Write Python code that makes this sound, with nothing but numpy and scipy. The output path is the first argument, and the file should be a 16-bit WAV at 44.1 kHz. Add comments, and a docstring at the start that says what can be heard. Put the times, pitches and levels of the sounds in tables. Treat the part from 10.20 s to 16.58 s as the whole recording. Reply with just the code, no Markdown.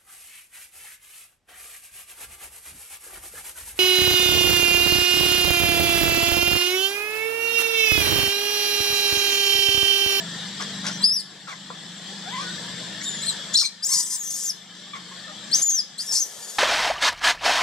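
"""Forest floor, two microphones: a baby monkey lies close by on dry leaves, a little to the left.
It screams in shrill arches, a whistle that breaks into rasps of air and loose fold claps, with small
grunts, coos, peeps and a squeak between. Leaves crackle as clumped noise, a twig knocks, and an adult
steps past through the litter. Far off an engine thuds as a sum of blurred exhaust orders, under filtered
tree hiss and a high insect whine; this background dips during loud screams and swells back."""
import sys
import numpy as np
from scipy import signal
from scipy.fft import rfft, irfft, next_fast_len
from scipy.io import wavfile
from scipy.ndimage import uniform_filter1d

SR = 44100
rng = np.random.default_rng(int(sys.argv[2]) if len(sys.argv) > 2 else 0)


def bounce(signal):
    """Save signal as a 16-bit WAV file at the path given by the first command-line argument."""
    frames = np.transpose(np.atleast_2d(signal))
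    limited = np.clip(frames, -1, 1)
    pcm = np.round(limited * 32767).astype(np.int16)
    wavfile.write(sys.argv[1], SR, pcm)


N = 281525
TIME = np.arange(N) / SR
# Table levels stand before echoes, left-right balance and background gain.


def amp(db):
    """Turns decibels into an amplitude factor."""
    return 10 ** (np.asarray(db) / 20)


def evened(x):
    """Scales to rms 1."""
    return x / np.sqrt(np.mean(x ** 2) + 1e-20)


def read(points, hz):
    """Reads a spectrum on a log-frequency axis."""
    f, value = np.transpose(points)
    return np.interp(np.log(hz + 1e-6), np.log(f), value)


def add(mix, start_s, sound):
    """Lays a sound into the mix at its start time."""
    part = mix[max(round(start_s * SR), 0):][:len(sound)]
    part += sound[:len(part)]


def span(start_s, end_s):
    """Sample times of a stretch."""
    return np.arange(start_s, end_s, 1 / SR)


def turns(hz):
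    """Running phase (radians) of a changing frequency."""
    return 2 * np.pi * np.cumsum(hz) / SR


def faded(x, share):
    """Fades both ends; share is the part of the length spent fading."""
    return x * signal.windows.tukey(len(x), share)


def colour(x, points):
    """Filters by a spectrum; rms 1."""
    size = x.shape[-1]
    gain = amp(read(points, np.fft.rfftfreq(size, 1 / SR)))
    return evened(irfft(rfft(x) * gain, size))


def wander(t, hz):
    """Random drift up to a rate, over the times t; rms 1 before trimming to length."""
    size = next_fast_len(max(len(t), 1 << 13))
    f = np.fft.rfftfreq(size, 1 / SR)
    drift = irfft(rfft(rng.standard_normal(size)) / (1 + (f / hz) ** 4), size)
    return evened(drift)[:len(t)]


def hiss(t):
    """White noise over the times t."""
    return rng.standard_normal(len(t))


def patchy(x, depth_db, size, count):
    """Short-lived resonances come and go in patches two bins wide.

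    Frames are size samples long; a patch lasts count frames."""
    overlap = 3 * size // 4
    z = signal.stft(x, nperseg=size, noverlap=overlap)[2]
    patches = uniform_filter1d(rng.standard_normal(z.shape[-2:]), size=2, axis=0)
    patches = uniform_filter1d(patches, size=count, axis=1)
    y = signal.istft(z * amp(depth_db * evened(patches)), nperseg=size, noverlap=overlap)[1]
    return y[..., :x.shape[-1]]


# Hiss of the trees all round: pitch_hz [Hz], relative level_db [dB]
AIR_SPECTRUM = [(30, -28), (70, -24), (150, -2.5), (300, -8), (500, -6.5), (950, -8.5), (1500, -8.5),
                (2060, -7.5), (2610, -13), (3550, -0.5), (5200, -5.5), (6870, -12), (7610, -8), (8570, -19),
                (12500, -32.5), (15000, -50)]
# Insect choruses: pitch_hz [Hz], nominal width_hz [Hz], level_db [dB]
INSECT_WHINE = [(1761, 217, -47.5), (3392, 440, -43), (7540, 270, -49)]
# Likeness of the left and right microphones: pitch_hz [Hz], likeness [-1 to 1]
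LEFT_RIGHT_LIKENESS = [(100, 0.58), (300, 0.79), (1000, 0.79), (2000, 0.76), (4000, 0.56), (8000, 0.042),
                       (14000, 0.14)]


def forest(air_db=-38.5, flutter_db=0.55, patch_db=3.5):
    """Diffuse tree hiss and narrow bands of insect whine, partly alike at both microphones."""
    hz = np.fft.rfftfreq(N, 1 / SR)
    a, b = rfft(rng.standard_normal((2, N)))
    same = np.clip(read(LEFT_RIGHT_LIKENESS, hz), -1, 1)
    pair = np.array([a, same * a + np.sqrt(1 - same ** 2) * b])
    power = amp(2 * read(AIR_SPECTRUM, hz))
    power *= amp(2 * air_db) / power.mean()
    for centre, width, db in INSECT_WHINE:
        band = 1 / (1 + ((hz - centre) / (0.63 * width)) ** 2) ** 2
        power += amp(2 * db) * band / band.mean()
    air = patchy(irfft(pair * np.sqrt(power), N), patch_db, size=1024, count=10)
    return air * amp(flutter_db * wander(TIME, 5.0))


# Colour of the far exhaust pipe: pitch_hz [Hz], relative level_db [dB]
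EXHAUST_SPECTRUM = [(25, -62), (70, -27), (100, -17), (123, -6), (148, -1), (173, 7), (197, 6), (222, -6),
                    (247, -7), (270, -28), (295, -6.5), (320, -8.5), (400, -37), (700, -35), (2000, -80)]
# Level of the far engine over time: time_s [s], level_db [dB]
ENGINE_COURSE = [(0, -41), (.4, -41.5), (.7, -37), (1, -42), (1.9, -42), (2.85, -41), (3.3, -48),
                 (4.2, -47), (4.65, -42.5), (5.3, -47), (6.38, -52.5)]
FIRINGS_HZ, SPEEDUP_HZ_PER_S = 24.48, .25  # starting rate; it slowly gathers speed
EXHAUST_HISS, ECHO_BLUR_RAD = .42, 1.1  # hiss relative to the hum; phase drift


def engine(swell_db=3.3):
    """Orders of a far exhaust pipe; shifting echoes blur its firings into a throbbing hum."""
    phase = turns(FIRINGS_HZ + SPEEDUP_HZ_PER_S * TIME)
    hum = np.zeros(N)
    for k in range(4, 14):
        level = amp(read(EXHAUST_SPECTRUM, k * FIRINGS_HZ) + swell_db * wander(TIME, 2.5))
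        hum += level * np.cos(k * phase + ECHO_BLUR_RAD * wander(TIME, 0.44))
    sound = evened(hum) + EXHAUST_HISS * colour(hiss(TIME), EXHAUST_SPECTRUM)
    return amp(np.interp(TIME, *np.transpose(ENGINE_COURSE))) * evened(sound)


# Dips of the background: start_s [s], depth_db [dB], hold_s [s, counted from the start]
BACKGROUND_DIPS = [(0.842, 10, 0.23), (3.35, 13.5, .04), (3.684, 11, 0.64), (5.413, 12, 0.24),
                   (5.937, 13.5, 0.046)]
SINK_S, RECOVER_DB_PER_S, BACKGROUND_DB = 0.016, 9, 0.58


def sinking():
    """Gain of the background: a quick fall, a hold and a steady recovery at each dip."""
    down = []
    for s, depth_db, hold in BACKGROUND_DIPS:
        fall = np.clip((TIME - s) / SINK_S, 0, 1)
        recovered_db = RECOVER_DB_PER_S * np.maximum(TIME - s - hold, 0)
        down.append(fall * np.maximum(depth_db - recovered_db, 0))
    return amp(BACKGROUND_DB - np.max(down, axis=0))


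def crackle(t, spectrum, clump_db=3):
    """Clumps of tiny snaps in dry leaves: noise whose level wanders fast."""
    return colour(hiss(t) * amp(clump_db * wander(t, 210)), spectrum)


# The adult wading through the litter: time_s [s], level_db [dB, before steps_db]
ADULT_STEPS = [(5.741, -86), (5.796, -55), (5.85, -70), (5.916, -42), (5.95, -51), (6.38, -45)]
# Colour of the litter underfoot: pitch_hz [Hz], relative level_db [dB]
LITTER_SPECTRUM = [(60, -54), (450, -3), (1000, -10.5), (3500, -17), (5000, -4.5), (6900, -1.5),
                   (8500, -4.5), (11000, -10.5), (13500, -17), (15000, -27)]


def adult_steps(steps_db=6):
    """Footfalls of the passing adult: litter noise that swells with each step."""
    out = np.zeros(N)
    s, db = np.transpose(ADULT_STEPS)
    t = span(s[0], TIME[-1])
    add(out, s[0], amp(np.interp(t, s, db) + steps_db) * crackle(t, LITTER_SPECTRUM, clump_db=0))
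    return out


# Dry leaves pressed and brushed: start_s [s], length_s [s], level_db [dB]
LEAF_RUSTLES = [(0.402, 0.049, -37.5), (0.662, 0.031, -28), (0.706, 0.032, -38), (1.275, 0.098, -54),
                (2.147, 0.12, -42), (4.529, 0.11, -51.5)]
# Colour of the dry leaves: pitch_hz [Hz], relative level_db [dB]
LEAF_SPECTRUM = [(60, -38), (600, -23), (2500, 1), (4000, 8), (5700, 13.5), (7500, -1), (10000, -4.5),
                 (15000, -51)]


def rustles():
    """Short bursts of crackle from the leaves under the baby."""
    out = np.zeros(N)
    for s, length, db in LEAF_RUSTLES:
        add(out, s, amp(db) * faded(crackle(span(0, length), LEAF_SPECTRUM), .4))
    return out


# A twig knocking on the ground: start_s [s], level_db [dB]
TWIG_KNOCK = (1.502, -25.5)
# Modes of the twig: pitch_hz [Hz], relative level_db [dB], t60_s [s]
TWIG_MODES = [(500, -5, 0.037), (750, -8, 0.025), (1017, 1.5, 0.032), (1140, -4, 0.049), (1370, -5, .035),
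              (2300, -15, .02)]


def knock():
    """One dull blow on dry wood: a few decaying modes with a soft onset."""
    t, out = span(0, .1), np.zeros(N)
    ring = np.zeros(len(t))
    for hz, db, t60 in TWIG_MODES:
        ring += amp(db - 60 * t / t60) * np.sin(2 * np.pi * (hz * t + rng.random()))
    start_s, level_db = TWIG_KNOCK
    add(out, start_s, amp(level_db) * ring * (1 - np.exp(-t / 0.0014)))
    return out


# Colour of the low calls: pitch_hz [Hz], relative level_db [dB]
LOW_VOICE_SPECTRUM = [(60, -44), (500, 1.5), (1100, 6), (1600, 11.5), (2300, -0.5), (3300, -3), (6000, 2.5),
                      (14000, -29)]


def low_voice(t, hz, rough):
    """The chest register: a few unsteady harmonics with a husky edge."""
    unsteady = 0.0072 * wander(t, 27.5) + (0.0015 + 0.076 * rough) * wander(t, 172)
    phase = turns(hz * (1 + unsteady))
    partials = sum(np.sin(k * phase) / np.sqrt(k) * amp(3.3 * wander(t, 17.5)) for k in range(1, 4))
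    tone = colour(partials, LOW_VOICE_SPECTRUM)
    husk = colour(hiss(t), LOW_VOICE_SPECTRUM)
    return evened((1 - rough) * tone + 0.17 * rough * husk)


# Soft low calls: start_s [s], length_s [s], start pitch_hz [Hz], end pitch_hz [Hz],
# level_db [dB], roughness [0-1]
GRUNT_CALLS = [(0.394, 0.029, 1221, 1048, -33, 0.6), (0.397, 0.042, 1715, 1586, -34, 0.88),
               (0.63, 0.09, 1158, 1120, -33, 0.92), (0.798, 0.03, 995, 960, -42.5, 0.33),
               (1.265, 0.086, 1312, 973, -35.5, 0.77), (2.806, 0.029, 1864, 2300, -35, 0.6),
               (3.416, 0.027, 1320, 960, -40.5, 0.63), (3.431, 0.032, 2370, 2287, -34.5, 0.27),
               (4.732, 0.017, 1186, 1100, -33, 0.17), (4.744, 0.04, 1220, 1027, -38.5, 0.78),
               (4.909, 0.033, 1098, 1056, -44, 0.3), (5.065, 0.059, 658, 582, -42, 0.6)]


def grunts(out):
    """Short chest calls whose pitch glides in a straight line."""
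    for s, length, start_hz, end_hz, db, rough in GRUNT_CALLS:
        t = span(0, length)
        voice = low_voice(t, np.linspace(start_hz, end_hz, len(t)), rough)
        add(out, s, amp(db) * faded(voice, .6))


# Two overlapping coos, one rising and one level: time_s [s], pitch_hz [Hz], level_db [dB]
COO_COURSES = [
    [(2.055, 684, -47), (2.087, 790, -37.5), (2.11, 900, -48), (2.143, 1040, -29.5), (2.172, 995, -32),
     (2.195, 1115, -32), (2.215, 1150, -33), (2.245, 1280, -43)],
    [(2.122, 1490, -51), (2.16, 1520, -49), (2.195, 1620, -49), (2.225, 1540, -40), (2.255, 1470, -39.5),
     (2.28, 1430, -40), (2.3, 1490, -47), (2.32, 1500, -54)],
]


def coos(out):
    """Smooth chest calls that follow a drawn pitch and level."""
    for course in COO_COURSES:
        s, hz, db = np.transpose(course)
        t = span(s[0], s[-1])
        add(out, s[0], amp(np.interp(t, s, db)) * low_voice(t, np.interp(t, s, hz), rough=0.12))


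# Throat colour: frequency [multiple of the throat centre], relative level_db [dB]
THROAT_SPECTRUM = [(.02, -60), (.1, -52), (.135, -26), (.17, -16.5), (.23, -59), (.29, -26), (.35, -25),
                   (.44, -27), (.56, -28), (.72, -3), (.8, 0.5), (1.0, 1.5), (1.3, -2.5), (1.6, -9.5),
                   (2.2, -25), (3.2, -33)]


def throat(x, centre_hz):
    """Passes x through a throat whose resonances move together; rms 1."""
    hz, t, z = signal.stft(x, SR, nperseg=256, noverlap=192)
    centre = np.interp(t * SR, np.arange(len(x)), centre_hz)
    gain = amp(read(THROAT_SPECTRUM, hz[:, None] / centre))
    return evened(signal.istft(z * gain, SR, nperseg=256, noverlap=192)[1][:len(x)])


# Thin reedy peeps: start_s [s], length_s [s], start pitch_hz [Hz], end pitch_hz [Hz], level_db [dB]
PEEP_CALLS = [(6.217, 0.045, 2370, 2230, -39.5), (6.276, 0.044, 2380, 2180, -38)]


def peeps(out, jitter=0.0076, throat_hz=6500):
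    """Soft falling calls with six equal harmonics shaped by the throat."""
    for s, length, start_hz, end_hz, db in PEEP_CALLS:
        t = span(0, length)
        phase = turns(np.linspace(start_hz, end_hz, len(t)) * (1 + jitter * wander(t, 300)))
        voice = throat(sum(np.sin(k * phase) for k in range(1, 7)), np.full(len(t), throat_hz))
        add(out, s, amp(db) * faded(voice, .6))


def fray(t, phase, width_hz=650):
    """Turbulent air around the whistle: a band of noise that follows its pitch."""
    return np.sin(phase) * wander(t, width_hz) + np.cos(phase) * wander(t, width_hz)


def whistle(t, hz, overtone_db, rough, jitter=0.0034, rough_jitter=0.0386, shimmer=0.12,
            third_db=-15, halves=0.48, flicker_db=2.0, frayed=0.27):
    """The fold edges whistle; strain unsteadies pitch and strength and doubles the period in fits."""
    slow_drift = (0.00437 + 0.017 * rough) * wander(t, 91)
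    fast_drift = (jitter + rough_jitter * rough) * wander(t, 673)
    phase = turns(hz * (1 + slow_drift + fast_drift))
    # the mouth passes little of the upper partials when the pitch is very high
    mouth = 1 / (1 + (hz / 7300) ** 10)
    upper = amp(overtone_db + flicker_db * wander(t, 43)) * mouth
    third = amp(third_db) / (1 + (hz / 3800) ** 14)
    tone = np.sin(phase) + frayed * rough * fray(t, phase)
    tone += upper * (np.sin(2 * phase) + third * np.sin(3 * phase))
    fits = np.maximum(wander(t, 45) - .3, 0)
    tone += halves * rough * fits * np.sin(1.5 * phase) * mouth
    strength = 1 + (shimmer + 0.085 * rough) * wander(t, 170)
    return tone * strength / np.sqrt((1 + amp(2 * overtone_db)) / 2)


# Faint squeaks: start_s [s], length_s [s], pitch_hz [Hz, at the ends], level_db [dB]
SQUEAK_CALLS = [(0.725, 0.058, 6370, -38)]


def squeaks(out, sag=.075, rough=.2, overtone_db=-28):
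    """A brief whistle whose pitch sags in the middle."""
    for s, length, hz, db in SQUEAK_CALLS:
        t = span(0, length)
        pitch = hz * (1 - sag * np.sin(np.pi * t / length))
        add(out, s, amp(db) * faded(whistle(t, pitch, overtone_db, rough), .6))


# Fits in which a slow second vibration of the folds takes over the rasp:
# start_s [s], length_s [s], start pitch_hz [Hz], end pitch_hz [Hz], share [0-1]
FOLD_BUZZES = [(3.367, 0.0098, 1680, 1824, 0.53), (3.376, .013, 1888, 1523, 0.6),
               (3.392, 0.024, 1404, 1376, 0.7), (3.451, 0.029, 2087, 2062, 0.66),
               (3.649, .03, 1103, 1371, 0.37), (3.691, 0.038, 997, 1123, 1), (3.729, .03, 1115, 1021, 0.5),
               (3.76, 0.056, 993, 1001, 0.7), (3.815, 0.028, 995, 897, 0.6),
               (3.864, 0.0214, 1012, 1027, 0.97), (3.902, .043, 1003, 1041, 0.8),
               (3.947, .0195, 1037, 985, 0.8), (5.338, .07, 1484, 1644, .6), (5.924, 0.025, 913, 912, 0.63)]
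BUZZ_FADE_S = 0.0054


def buzzing(t):
    """Rate and share of the folds' slow vibration over the times t."""
    hz, share = np.full(len(t), float(FOLD_BUZZES[0][2])), np.zeros(len(t))
    for s, length, start_hz, end_hz, strength in FOLD_BUZZES:
        hz = np.where(t >= s, np.interp(t, [s, s + length], [start_hz, end_hz]), hz)
        inside_s = np.minimum(t - s, s + length - t)
        share = np.maximum(share, strength * np.clip(1 + inside_s / BUZZ_FADE_S, 0, 1))
    return hz, np.clip(share, 0, 1)


def rasp(t, centre_hz, burst_db=0.6, partial_db=1.5, smear=1.7, torn_db=2.5, chest_db=-27.0):
    """Each slow cycle claps the folds loosely and lets a puff of air through the throat."""
    buzz_hz, buzz = buzzing(t)
    stagger = (1.4 - buzz) * (.007 * wander(t, 80) + .016 * wander(t, 600))
    slow = turns(buzz_hz * (1 + stagger))
    partials = np.zeros(len(t))
    for k in range(1, 15):
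        partials += np.cos(k * slow + smear * rng.standard_normal()) * amp(partial_db * wander(t, 81))
    claps = throat(partials, centre_hz)
    puffs = throat(hiss(t) * (1 + 0.66 * np.cos(slow)), centre_hz)
    voice = patchy(np.sqrt(buzz) * claps + np.sqrt(1 - buzz) * puffs, torn_db, size=256, count=5)
    # the partials trade a steady power among them
    steady = voice / np.sqrt(abs(uniform_filter1d(voice ** 2, size=350)) + 1e-9)
    # the two lowest partials sound through the chest
    even = turns(buzz_hz)
    chest = buzz * (np.sin(even) + 0.93 * np.sin(2 * even))
    return steady * amp(burst_db * wander(t, 105)) + amp(chest_db) * chest


# Strength of the octave: pitch_hz [Hz], octave over the fundamental level_db [dB, before lift and loudness]
OVERTONE_LEVEL = [(3300, 14), (3470, 10), (3560, -5), (3850, 1.5), (4200, -9.5), (4800, -17), (6300, -18),
                  (7400, -14)]
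THROAT_REST_DB, THROAT_HZ_PER_DB = -19, -66  # the resonance drops as the cry gets louder than rest
PURER_DB_PER_DB = 0.53  # loud whistles carry less overtone
FIT_DEPTH, FIT_RATE_HZ = 0.087, 47  # a half-rough voice wavers between whistle and rasp


def cry(course, throat_hz, lift_db, rasp_power=3.6):
    """A whistle that gives way to a rasp as it roughens."""
    s, *columns = np.transpose(course)
    t = span(s[0], s[-1])
    hz, db, rough = (np.interp(t, s, c) for c in columns)
    rough = np.clip(rough, 0, 1)
    rough = np.clip(rough + FIT_DEPTH * np.sin(np.pi * rough) ** 2 * wander(t, FIT_RATE_HZ), 0, 1)
    louder_db = db - THROAT_REST_DB
    centre_hz = throat_hz + THROAT_HZ_PER_DB * louder_db
    overtone_db = read(OVERTONE_LEVEL, hz) + lift_db - PURER_DB_PER_DB * louder_db
    share = np.minimum(rough / .92, 1) ** rasp_power
    voice = np.sqrt(1 - share) * whistle(t, hz, overtone_db, rough)
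    voice += np.sqrt(share) * rasp(t, centre_hz)
    return s[0], faded(amp(db) * voice, .03)


# The course of each cry: time_s [s], pitch_hz [Hz], level_db [dB], roughness [0-1]
CLEAR_CRY = [(.815, 3820, -35, 0.4), (.832, 4150, -26, 0.2), (.837, 4640, -21, 0.2), (.843, 4740, -11, 0),
             (.851, 4950, -13.5, 0.2), (.857, 5200, -17.5, 0), (.885, 5140, -21.5, 0),
             (.898, 4900, -23, 0.1), (.907, 5120, -21, 0), (.922, 5230, -19, 0), (.937, 5610, -26, 0.05),
             (.957, 5690, -28, 0), (.966, 5230, -19.5, .05), (.987, 4810, -27.5, 0.19),
             (1.003, 4430, -32.5, 0.37), (1.014, 3750, -37, .34)]
WHIMPER = [(2.83, 3355, -36, 0.92), (2.85, 3520, -35, .5), (2.858, 3680, -28.5, 0.18),
           (2.882, 3695, -25.5, 0.22), (2.908, 3405, -33.5, .12), (2.93, 3600, -35, .05),
           (2.955, 3580, -32, .05), (2.975, 3380, -43, .12), (3.0, 3330, -43, .12), (3.02, 3600, -36, 0.25),
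           (3.034, 4160, -26.5, 0.32), (3.046, 3650, -33, 0.35), (3.058, 3680, -33, 0.32),
           (3.076, 4300, -27.5, .1), (3.098, 4020, -21, .3), (3.12, 3620, -34.5, .23),
           (3.134, 2840, -47, .23)]
SHRIEK = [(3.333, 3390, -34, .6), (3.338, 3405, -28, 0.65), (3.342, 3325, -20, 0.51),
          (3.349, 3514, -18.5, 0.44), (3.353, 3860, -20, .4), (3.357, 4130, -10, 0.27),
          (3.364, 4340, -19, .4), (3.368, 5070, -20, 0.66), (3.377, 5560, -16.5, 0.59),
          (3.384, 5110, -19.5, .5), (3.39, 4554, -16, 0.66), (3.397, 4285, -20.5, 0.9),
          (3.412, 4190, -20.5, 0.92), (3.416, 5280, -18, 0.82), (3.425, 5180, -24, 0.33),
          (3.43, 4750, -27, .99), (3.443, 4150, -35, 0.58), (3.456, 4154, -20.5, .78),
          (3.473, 4230, -35, 0.64), (3.488, 3980, -54, .8)]
LONG_SCREAM = [(3.622, 4590, -28, 0.087), (3.638, 5150, -27, 0.35), (3.646, 5520, -23.5, 0.39),
               (3.651, 6600, -25, 0.45), (3.666, 7280, -21.5, 0.43), (3.68, 8080, -29.5, 0.64),
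               (3.688, 8250, -25.5, 0.73), (3.695, 8050, -24, 1), (3.712, 8260, -25, 1),
               (3.72, 5400, -21, 1), (3.735, 5500, -19.5, 0.92), (3.75, 5300, -19, 0.8),
               (3.764, 5020, -23, 0.92), (3.808, 4960, -20.5, 0.98), (3.822, 8050, -29.5, 0.88),
               (3.836, 8140, -27, 0.89), (3.843, 8080, -30, 0.47), (3.858, 8020, -32, 0.63),
               (3.866, 7930, -30, 0.91), (3.882, 8040, -30.5, 0.89), (3.892, 8000, -36, 0.71),
               (3.904, 8050, -28.5, 0.98), (3.948, 8370, -26, 0.98), (3.963, 8060, -28, 0.81),
               (3.974, 7510, -34, 0.45), (3.992, 7130, -33, 0.37), (4.0, 6730, -34, 0.57),
               (4.022, 6630, -29, 0.16), (4.03, 6600, -32, .25), (4.037, 6390, -32, 0.98),
               (4.062, 6270, -32.5, 0.45), (4.08, 6100, -31.5, 0.73), (4.099, 6400, -32, .42),
               (4.108, 6450, -27.5, 0.89), (4.124, 6490, -31, 0.99), (4.134, 6520, -29, 0.42),
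               (4.148, 6500, -27.5, 0.48), (4.172, 6570, -31, 0.98), (4.235, 6840, -29.5, 0.97),
               (4.244, 7500, -28, 0.6), (4.255, 7000, -27.5, 0.6), (4.262, 6600, -27.5, 0.9),
               (4.284, 6440, -26, 0.49), (4.306, 5170, -22.5, 0.21), (4.314, 4750, -41, .2),
               (4.326, 4550, -35, 0.28)]
ARCHED_CRY = [(5.312, 3900, -34, 0.29), (5.328, 4480, -24.5, 0.3), (5.333, 4770, -16.5, 0.17),
              (5.349, 5940, -15, .44), (5.37, 6410, -23.5, 0.54), (5.39, 6300, -24.5, .45),
              (5.409, 6180, -32, 0.74), (5.426, 6670, -17.5, 0.36), (5.433, 7260, -19, 0.18),
              (5.457, 7070, -25, .18), (5.465, 6650, -22, .35), (5.48, 7040, -22, 0.16),
              (5.497, 6690, -17.5, .28), (5.513, 6320, -27, 0.46), (5.528, 6600, -19.5, 0.18),
              (5.572, 5900, -25, .3), (5.595, 5120, -20, 0.12), (5.608, 4830, -24.5, .25),
              (5.616, 4780, -45, .3)]
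BROKEN_CRY = [(5.778, 3500, -39, 0.44), (5.797, 4620, -26.5, 0.3), (5.812, 4920, -27, 0.53),
              (5.824, 5500, -34.5, .82), (5.848, 6000, -40.5, 0.86), (5.87, 5300, -34.5, 0.9),
              (5.884, 5700, -31.5, .4), (5.902, 5320, -29, .2), (5.917, 5350, -24, .25),
              (5.923, 6000, -26, 0.88), (5.93, 6200, -22, 0.97), (5.95, 5900, -22, 0.92),
              (5.962, 5200, -19, 0.76), (5.984, 5700, -22, 0.66), (6.002, 6100, -26, 0.67),
              (6.008, 6600, -21, 0.26), (6.017, 6300, -24, 0.45), (6.023, 6200, -22, .3),
              (6.036, 5800, -28, 0.5), (6.052, 5950, -34, 0.56), (6.085, 5800, -49, .8)]
# Each cry with its voice: course, throat resonance_hz [Hz, at the resting level], overtone lift_db [dB]
CRIES = [(CLEAR_CRY, 7300, 0), (WHIMPER, 4900, 0), (SHRIEK, 4900, -3.8), (LONG_SCREAM, 6190, 0),
         (ARCHED_CRY, 6300, -6), (BROKEN_CRY, 5950, -6)]


def screams(out):
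    """The loud cries, each with its own throat."""
    for course, throat_hz, lift_db in CRIES:
        add(out, *cry(course, throat_hz, lift_db))


def monkey():
    """All calls of the baby: its folds whistle, rasp or hum, and its throat colours them."""
    out = np.zeros(N)
    for calls in (grunts, coos, peeps, squeaks, screams):
        calls(out)
    return out


# Echoes off the ground and a tree trunk: left delay_s [s], right delay_s [s], level_db [dB, before colour]
GROUND_BOUNCES = [(.00113, 0.0018, -18.5), (.0021, 0.0036, -24), (0.041, .0465, -40.5)]
# The mouth beams its treble at the ground: pitch_hz [Hz], echo level_db [dB]
ECHO_SPECTRUM = [(1000, 3.5), (5000, 2.5), (8000, -0.5), (12000, 4.5), (15500, -1)]
# Phase between the microphones: pitch_hz [Hz], lead of the left [radians]
LEFT_LEAD = [(300, 0), (3200, 1.55), (5200, 0.66), (7500, 1.36), (12000, 1.04)]


def clearing(x, early_db=-10, tail_db=-18, early_s=0.022, t60=0.41):
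    """Quick echoes off ground and trunks, then a faint tail from the trees.

    The direct sound meets the two microphones out of step."""
    t = np.arange(SR // 2) / SR
    taps = rng.choice([-1., 1.], (2, len(t))) * (t > .001)
    near = taps * (rng.random(taps.shape) < .02) * np.exp(-t / early_s)
    far = taps * (rng.random(taps.shape) < .05) * amp(-60 * t / t60) * (t > .012)
    echo = np.zeros(taps.shape)
    for db, h in ((early_db, near), (tail_db, far)):
        echo += amp(db) * h / np.linalg.norm(h, axis=1, keepdims=True)
    for left_s, right_s, db in GROUND_BOUNCES:
        add(echo[0], left_s, amp([db]))
        add(echo[1], right_s, amp([db]))
    lead = read(LEFT_LEAD, np.fft.rfftfreq(N, 1 / SR))
    direct = irfft(rfft(x) * np.exp(.5j * np.array([lead, -lead])), N)
    gain = amp(read(ECHO_SPECTRUM, np.fft.rfftfreq(SR, 1 / SR)))
    echo = irfft(rfft(echo, SR) * gain, SR)[:, :len(t)]
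    return direct + signal.oaconvolve(x[None], echo, axes=1)[:, :N]


def scene():
    """The monkey close by and a little to the left, the background behind."""
    background = sinking() * (forest() * amp([[1.8], [-1.8]]) + engine())
    close = clearing(adult_steps() + rustles() + knock() + monkey())
    return background + close * amp([[2.3], [-2.0]])


def record(dry, edge_hz=15600):
    """The band limit of the recorder: a steep low-pass."""
    lowpass = signal.firwin(511, edge_hz, window=("kaiser", 9), fs=SR)
    return signal.oaconvolve(dry, lowpass[None], "same")


dry = scene()
out = record(dry)
bounce(out)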